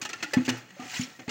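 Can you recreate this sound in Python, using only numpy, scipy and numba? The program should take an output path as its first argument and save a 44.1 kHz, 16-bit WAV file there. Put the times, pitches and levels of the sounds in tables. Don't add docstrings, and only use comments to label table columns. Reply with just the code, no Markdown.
import sys
import numpy as np
from scipy import signal
from scipy.fft import rfft, irfft
from scipy.io import wavfile
from scipy.ndimage import uniform_filter1d
from numba import njit

SR = 44100
rng = np.random.default_rng(int(sys.argv[2]) if len(sys.argv) > 2 else 0)


def transcribe(signal):
    frames = np.atleast_2d(signal).T
    limited = np.clip(frames, -1, 1)
    pcm = np.round(limited * 32767).astype(np.int16)
    wavfile.write(sys.argv[1], SR, pcm)


def voltage_ratio(level):
    return 10 ** (np.asarray(level, float) / 20)


N = 57330
T = np.arange(N) / SR

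# (time [s], level [dB], spray over bubbles [dB], hold [s], release t60 [s])
SLAPS = [(0.014, -31.5, 5, 0.019, 0.059), (0.0492, -23, -1.5, 0.0047, 0.036),
         (0.055, -27.5, 1, 0.0046, 0.059), (0.0896, -33, 2.5, 0.013, 0.032),
         (0.095, -34.5, -2.5, 0.016, 0.059), (0.13, -27, 1, 0.0031, 0.073),
         (0.2038, -36.5, -6, 0.004, 0.045), (0.2254, -21, -0.5, 0.01, 0.062),
         (0.334, -21, 3, 0.0066, 0.051), (0.449, -43, 12.5, 0.02, 0.029), (0.478, -23, -9.5, 0.0093, 0.068),
         (0.489, -19.5, 1.5, 0.013, 0.027), (0.703, -41, -5, 0.0042, 0.025), (0.797, -39, -2, 0.0092, 0.04),
         (0.894, -39.5, 4, 0.0063, 0.042), (0.941, -37, 10, .005, .04), (.961, -40, -4, 0.0073, .04),
         (1.005, -44.5, 17, 0.014, 0.05), (1.035, -46, 8, .004, .04), (1.1912, -37, -7, 0.013, 0.037),
         (1.214, -41.5, -16, 0.01, 0.07), (1.278, -30.5, -12, 0.03, 0.11),
         (1.2915, -24.5, -1.5, .012, 0.069)]
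# (time [s], flow level [dB], spray over bubbles [dB])
SWIRL_FLOW = [(0, -52, -24.5), (.15, -45, -6), (0.323, -46.5, 0.5), (0.378, -32.5, -15.5), (.44, -45.5, -1),
              (.53, -36, -10.5), (0.581, -40, -1.5), (0.642, -49.5, -8), (0.767, -52, -3),
              (0.821, -40, -5.5), (0.902, -42.5, 3), (0.943, -37.5, 6), (.97, -36.5, 6.5),
              (0.993, -36.5, 3), (1.045, -44, 9), (1.068, -43.5, -2), (1.18, -56.5, 1.5),
              (1.27, -55.5, -0.5)]
# (time [s], strength [dB], contact [s], free ringing before damping [s])
BLOWS = [(.022, -39.5, 0.002, 0.033), (.056, -49.5, 0.0026, 0.027), (0.367, -7.5, 0.0061, .058),
         (.479, -22, 0.0023, 0.029), (.486, -22.5, 0.0043, 0.064), (.794, -33, 0.0043, .03),
         (.832, -37, 0.007, 0.046), (.855, -42, 0.0034, .035), (0.954, -56, 0.0037, 0.022),
         (.993, -14.5, 0.0075, 0.072), (1.075, -42, 0.0048, 0.06), (1.191, -37.5, 0.0014, 0.063),
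         (1.277, -23, 0.0071, .05)]
# (frequency [Hz], gain [dB], t60 [s])
BOOM_MODES = [(124, -9.5, 0.12), (160, -5.5, 0.065), (213, -6, 0.058), (253.4, 0, 0.18),
              (275.5, -9.5, 0.14), (335, -12, 0.19), (515, -22, 0.3)]
# (frequency [Hz], gain [dB], t60 [s])
WET_BASE_MODES = [(135, -1, 0.099), (210, -3.5, 0.031), (308, -1.5, 0.034), (400, -3.5, 0.015),
                  (510.6, -11.5, 0.048), (612, -9.5, 0.023), (751, -9, 0.048)]
# (frequency [Hz], gain [dB], t60 [s])
WALL_MODES = [(850, -2, 0.16), (1333, 2, 0.13), (1430, -13.5, 0.14), (1740, -32, 0.14), (1817, -2, 0.2),
              (1945, -10, 0.29), (2040, -21, 0.12), (2310, -9, 0.089), (2525, 3, 0.11), (2700, -7.5, 0.18),
              (2864, 0.5, 0.14), (3333, 5, 0.026), (4240, 8.5, 0.024), (6500, 8, 0.014)]
# (frequency [Hz], density [dB per Hz])
WATER_SPECTRUM = [(150, 4), (400, -0.5), (1000, -1.5), (1900, 4), (2900, -1), (3600, -6.5), (6800, -8),
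                  (8500, -16)]
# (frequency [Hz], gain [dB])
TREBLE_FALL = [(7500, -3.5), (9500, -13), (12000, -26.5), (13600, -24), (14600, -12), (15900, -9)]
# (frequency [Hz], density [dB per Hz])
YARD_SPECTRUM = [(40, -7), (125, 24.5), (400, 0), (1850, -6), (3560, -41), (6170, -6), (9000, -15),
                 (13000, -25), (15300, -4)]
# (time [s], pitch [Hz], level [dB], t60
# [s])
WATER_TONES = [(.018, 6500, -29.5, 0.035), (.016, 2475, -28.5, 0.04), (.05, 850, -21.5, 0.022),
               (.056, 1774, -32.5, 0.068), (.057, 1290, -30, 0.034), (.055, 2770, -28, 0.035),
               (.092, 5800, -35, 0.02), (.132, 2700, -22, 0.021), (.137, 1380, -26, 0.03),
               (.2035, 2600, -31, .03), (.228, 4360, -34, .06), (.336, 4280, -29, .05),
               (.336, 4840, -32, .04), (.14, 1762, -34, 0.072), (.226, 1430, -30, 0.037),
               (.228, 2656, -29.5, 0.081), (.229, 298.4, -33.5, 0.24), (.241, 1430, -29, 0.078),
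               (.309, 1670, -32, 0.02), (.332, 385, -17.5, 0.045), (.332, 499, -20, .045),
               (.336, 583, -27, .05), (.345, 292, -38, 0.039), (.48, 583, -32, 0.036),
               (.485, 916, -30, 0.058), (.497, 854, -31, 0.14), (.333, 1766, -20.5, 0.087),
               (.337, 1945, -20, 0.05), (.34, 848, -31.5, 0.1), (.483, 1688, -25.5, 0.072),
               (.497, 2835, -21.5, 0.029), (.5, 119.4, -16.5, 0.3), (.52, 345, -26.5, 0.093),
               (.368, 515, -37, .25), (.41, 328, -32.5, .15), (.42, 110, -22, .08), (.1, 160, -35, .1),
               (.024, 300, -43, .06), (.26, 1950, -38, .15), (.26, 850, -44, .15),
               (.793, 735, -30, 0.079), (.825, 700, -38, 0.057), (0.71, 190, -31, 0.11),
               (1.02, 500, -47, 0.12), (.898, 2470, -32, 0.032), (.9395, 2100, -29, 0.033),
               (.945, 3900, -31, .05), (.975, 2050, -35, 0.044), (.99, 1500, -40.5, 0.037),
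               (.86, 746, -40.5, 0.14), (.93, 730, -39, .12), (.93, 960, -43, 0.095),
               (.955, 980, -37, 0.076), (.765, 568, -42.5, 0.1), (0.8, 1200, -35, 0.13),
               (.957, 2850, -26.5, 0.054), (.962, 1960, -32.5, 0.11), (.964, 2500, -27.5, 0.045),
               (1.011, 6970, -26.5, .03), (1.014, 2700, -30, 0.025), (1.035, 5600, -29, 0.024),
               (1.1, 735, -50.5, 0.16), (1.2, 750, -38, 0.05), (1.195, 2043, -42, .04),
               (1.218, 2000, -45, 0.046), (1.15, 1900, -45.5, 0.066), (1.235, 520, -50.5, .12),
               (1.262, 660, -47, 0.086), (1.28, 860, -32, 0.072), (1.291, 2140, -30, 0.042),
               (1.291, 2800, -27.5, .05), (.703, 1880, -41.5, 0.049), (.82, 765, -38.5, 0.08)]
# (time [s], level [dB], t60 [s])
MIST_BURSTS = [
    (.05, -58, .05),
    (0.333, -41, 0.06),
    (.485, -46, 0.089),
]

ATTACK_S, SPLASH_DB, SWIRL_DB = 0.0022, -6, -2
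CRACK_DB, CRACK_S = -1.5, 0.0018
SPRAY_FROM_HZ = 2890
DEEP_TO_HZ, DEEP_DB, DEEP_PER_SPRAY = 640, -2, 0.57
BUBBLE_CYCLES, BUBBLE_GLIDE, BUBBLE_SCATTER_DB, BUBBLE_CAP_DB = 14, 0.17, 3, 10
FIZZ_DB, FIZZ_FLICKER_DB = -3, 0.6
WALL_DB, SLOSH_DB = -39.5, -28
PORT_HZ, PORT_DB, PORT_SPLASH_DB = 14300, -21, -12
DAMPED_DB, DAMP_S = -8.5, 0.0047
LONGEST_RING = int(0.45 * SR)
NOTE_SWELL_CYCLES, NOTE_MAX_CYCLES = 3.43, 190
NOTE_WAVER_DB, NOTE_WOBBLE = 2.5, 0.006
MIST_FROM_HZ = 7400
ECHO_DB, ECHO_T60_S = -14.5, 0.3
YARD_DB, YARD_FLICKER_DB = -57, 1.5
SIDE_FROM_HZ, SIDE_DB = 7300, -8
LOW_CUT_HZ, TOP_HZ = 227, 15850


def unit(x):
    return x / np.sqrt(np.mean(x ** 2))


def colour(x, table):
    hz = np.fft.rfftfreq(N, 1 / SR) + 1
    point_hz, point_db = np.array(table, float).T
    gain = voltage_ratio(np.interp(np.log(hz), np.log(point_hz), point_db))
    return irfft(rfft(x) * gain, N)


def butter(x, order, hz, kind):
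    return signal.sosfilt(signal.butter(order, hz, kind, fs=SR, output="sos"), x)


def walk(rate):
    hold = int(SR / rate)
    steps = np.repeat(rng.standard_normal(N // hold + 1), hold)
    return unit(uniform_filter1d(steps, hold)[:N])


def ring(force, modes):
    out = 0
    for hz, db, t60 in modes:
        r = np.exp(-np.log(1000) / (t60 * SR))
        w = 2 * np.pi * hz / SR
        out = out + voltage_ratio(db) * signal.lfilter([0, r * np.sin(w)], [1, -2 * r * np.cos(w), r * r], force)
    return out


@njit
def chirps(n, start, turn, size, cycles, glide):
    out = np.zeros(n)
    for k in range(len(start)):
        span = cycles[k] * 2 * np.pi / turn[k]
        phase = 0.
        for i in range(min(int(span), n - start[k])):
            phase += turn[k] * (1 + glide * i / span)
            out[start[k] + i] += size[k] * np.exp(-5 * i / span) * np.sin(phase)
    return out


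def water(count):
    when, pitch, scatter, length = rng.random((count, 4)).T
    hz = 300 * 50 ** pitch
    scatter_db = np.minimum(-BUBBLE_SCATTER_DB * np.log(1 - scatter), BUBBLE_CAP_DB)
    size = voltage_ratio(scatter_db) * hz / 2000
    cycles = BUBBLE_CYCLES * (0.5 + length) * (1 + hz / 2500)
    start = (when * N).astype(np.int64)
    pops = chirps(N, start, 2 * np.pi * hz / SR, size, cycles, BUBBLE_GLIDE)
    fizz = rng.standard_normal(N) * voltage_ratio(FIZZ_FLICKER_DB * walk(600))
    return unit(colour(unit(pops) + voltage_ratio(FIZZ_DB) * fizz, WATER_SPECTRUM))


def water_powers():
    t, db, spray = np.array(SWIRL_FLOW, float).T
    spray = np.interp(T, t, spray)
    body = voltage_ratio(np.interp(T, t, db) + SWIRL_DB) ** 2
    gulp = body * voltage_ratio(DEEP_DB - DEEP_PER_SPRAY * spray) ** 2
    swirl_spray = body * voltage_ratio(spray) ** 2
    all_spray = swirl_spray
    for s, db, spray, hold, t60 in SLAPS:
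        age = np.maximum(T - s, 0)
        decay = voltage_ratio(db + SPLASH_DB - 60 * np.maximum(age - hold, 0) / t60)
        power = (decay * np.minimum(age / ATTACK_S, 1)) ** 2
        power = power * (1 + voltage_ratio(CRACK_DB) ** 2 * np.exp(-age / CRACK_S))
        gulp = gulp + power * voltage_ratio(DEEP_DB - DEEP_PER_SPRAY * spray) ** 2
        body = body + power
        all_spray = all_spray + power * voltage_ratio(spray) ** 2
    return gulp, body, all_spray, swirl_spray


def rinse():
    gulp_power, body_power, spray_power, swirl_spray = water_powers()
    wet = water(count=9000)
    body = unit(butter(wet, 3, SPRAY_FROM_HZ, "low"))
    spray = unit(butter(wet, 3, SPRAY_FROM_HZ, "high"))
    gulp_filter = signal.butter(3, DEEP_TO_HZ, "low", fs=SR, output="sos")
    gulp = signal.sosfiltfilt(gulp_filter, body)
    drops = gulp * np.sqrt(gulp_power) + (body - gulp) * np.sqrt(body_power)
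    drops = drops + spray * np.sqrt(spray_power)

    strike = rng.standard_normal(N) * voltage_ratio(walk(300))
    wall = voltage_ratio(WALL_DB) * ring(strike * np.sqrt(body_power), WALL_MODES)
    slosh = voltage_ratio(SLOSH_DB) * ring(strike * np.sqrt(gulp_power), WET_BASE_MODES)

    hiss = unit(butter(rng.standard_normal(N), 10, PORT_HZ, "high"))
    hiss_power = swirl_spray + (spray_power - swirl_spray) * voltage_ratio(PORT_SPLASH_DB) ** 2
    return colour(drops + wall + slosh, TREBLE_FALL) + voltage_ratio(PORT_DB) * hiss * np.sqrt(hiss_power)


def notes():
    out = np.zeros(N)
    waver = [walk(70.85) for _ in range(4)]
    for k, (s, hz, db, t60) in enumerate(WATER_TONES):
        span = slice(int(s * SR), int(s * SR) + LONGEST_RING)
        age = np.maximum(T[span] - s, 0)
        level = db - 60 * age / min(t60, NOTE_MAX_CYCLES / hz) + NOTE_WAVER_DB * waver[k % 4][span]
        swell = 1 - np.exp(-age * hz / NOTE_SWELL_CYCLES)
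        cycles = hz * np.cumsum(1 + NOTE_WOBBLE * waver[(k + 1) % 4][span]) / SR
        out[span] += voltage_ratio(level) * swell * np.sin(2 * np.pi * cycles)
    return out


def knocks():
    out = np.zeros(N)
    for s, db, contact, free in BLOWS:
        span = slice(int(s * SR), int(s * SR) + LONGEST_RING)
        age = T[span] - s
        x = np.clip(age / contact, 0, 1)
        push = -np.sin(2 * np.pi * x) * np.sin(np.pi * x) * voltage_ratio(db) * 3 / (contact * SR)
        damping = voltage_ratio(DAMPED_DB * np.clip((age - free) / DAMP_S, 0, 1))
        out[span] += ring(push, BOOM_MODES) * damping
    return out


def mist():
    env = np.zeros(N)
    for s, db, t60 in MIST_BURSTS:
        opening = np.clip((T - s) / ATTACK_S, 0, 1)
        env += voltage_ratio(db - 60 * np.maximum(T - s, 0) / t60) * opening
    return env * unit(butter(rng.standard_normal(N), 3, MIST_FROM_HZ, "high"))


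def echo(near):
    t = T[:SR // 2]
    tail = rng.standard_normal(SR // 2) * voltage_ratio(-60 * t / ECHO_T60_S) * (t > 0.004)
    tail = tail / np.sqrt(np.sum(tail ** 2))
    return voltage_ratio(ECHO_DB) * signal.fftconvolve(near, tail)[:N]


def yard():
    level = voltage_ratio(YARD_DB + YARD_FLICKER_DB * walk(8.8))
    return unit(colour(rng.standard_normal(N), YARD_SPECTRUM)) * level


def scene():
    near = rinse() + notes() + knocks() + mist()
    mid = near + echo(near) + yard()
    side = voltage_ratio(SIDE_DB) * butter(mid, 7, SIDE_FROM_HZ, "high") * walk(900)
    return np.array([mid + side, mid - side])


def roll_off(x):
    return signal.sosfilt(signal.butter(12, 16970, fs=SR, output="sos"), x)


def record(dry):
    x = butter(dry, 2, LOW_CUT_HZ, "high")
    x = signal.sosfilt(signal.ellip(14, 0.2, 70, TOP_HZ, fs=SR, output="sos"), x)
    return roll_off(x)


dry = scene()
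out = record(dry)
transcribe(out)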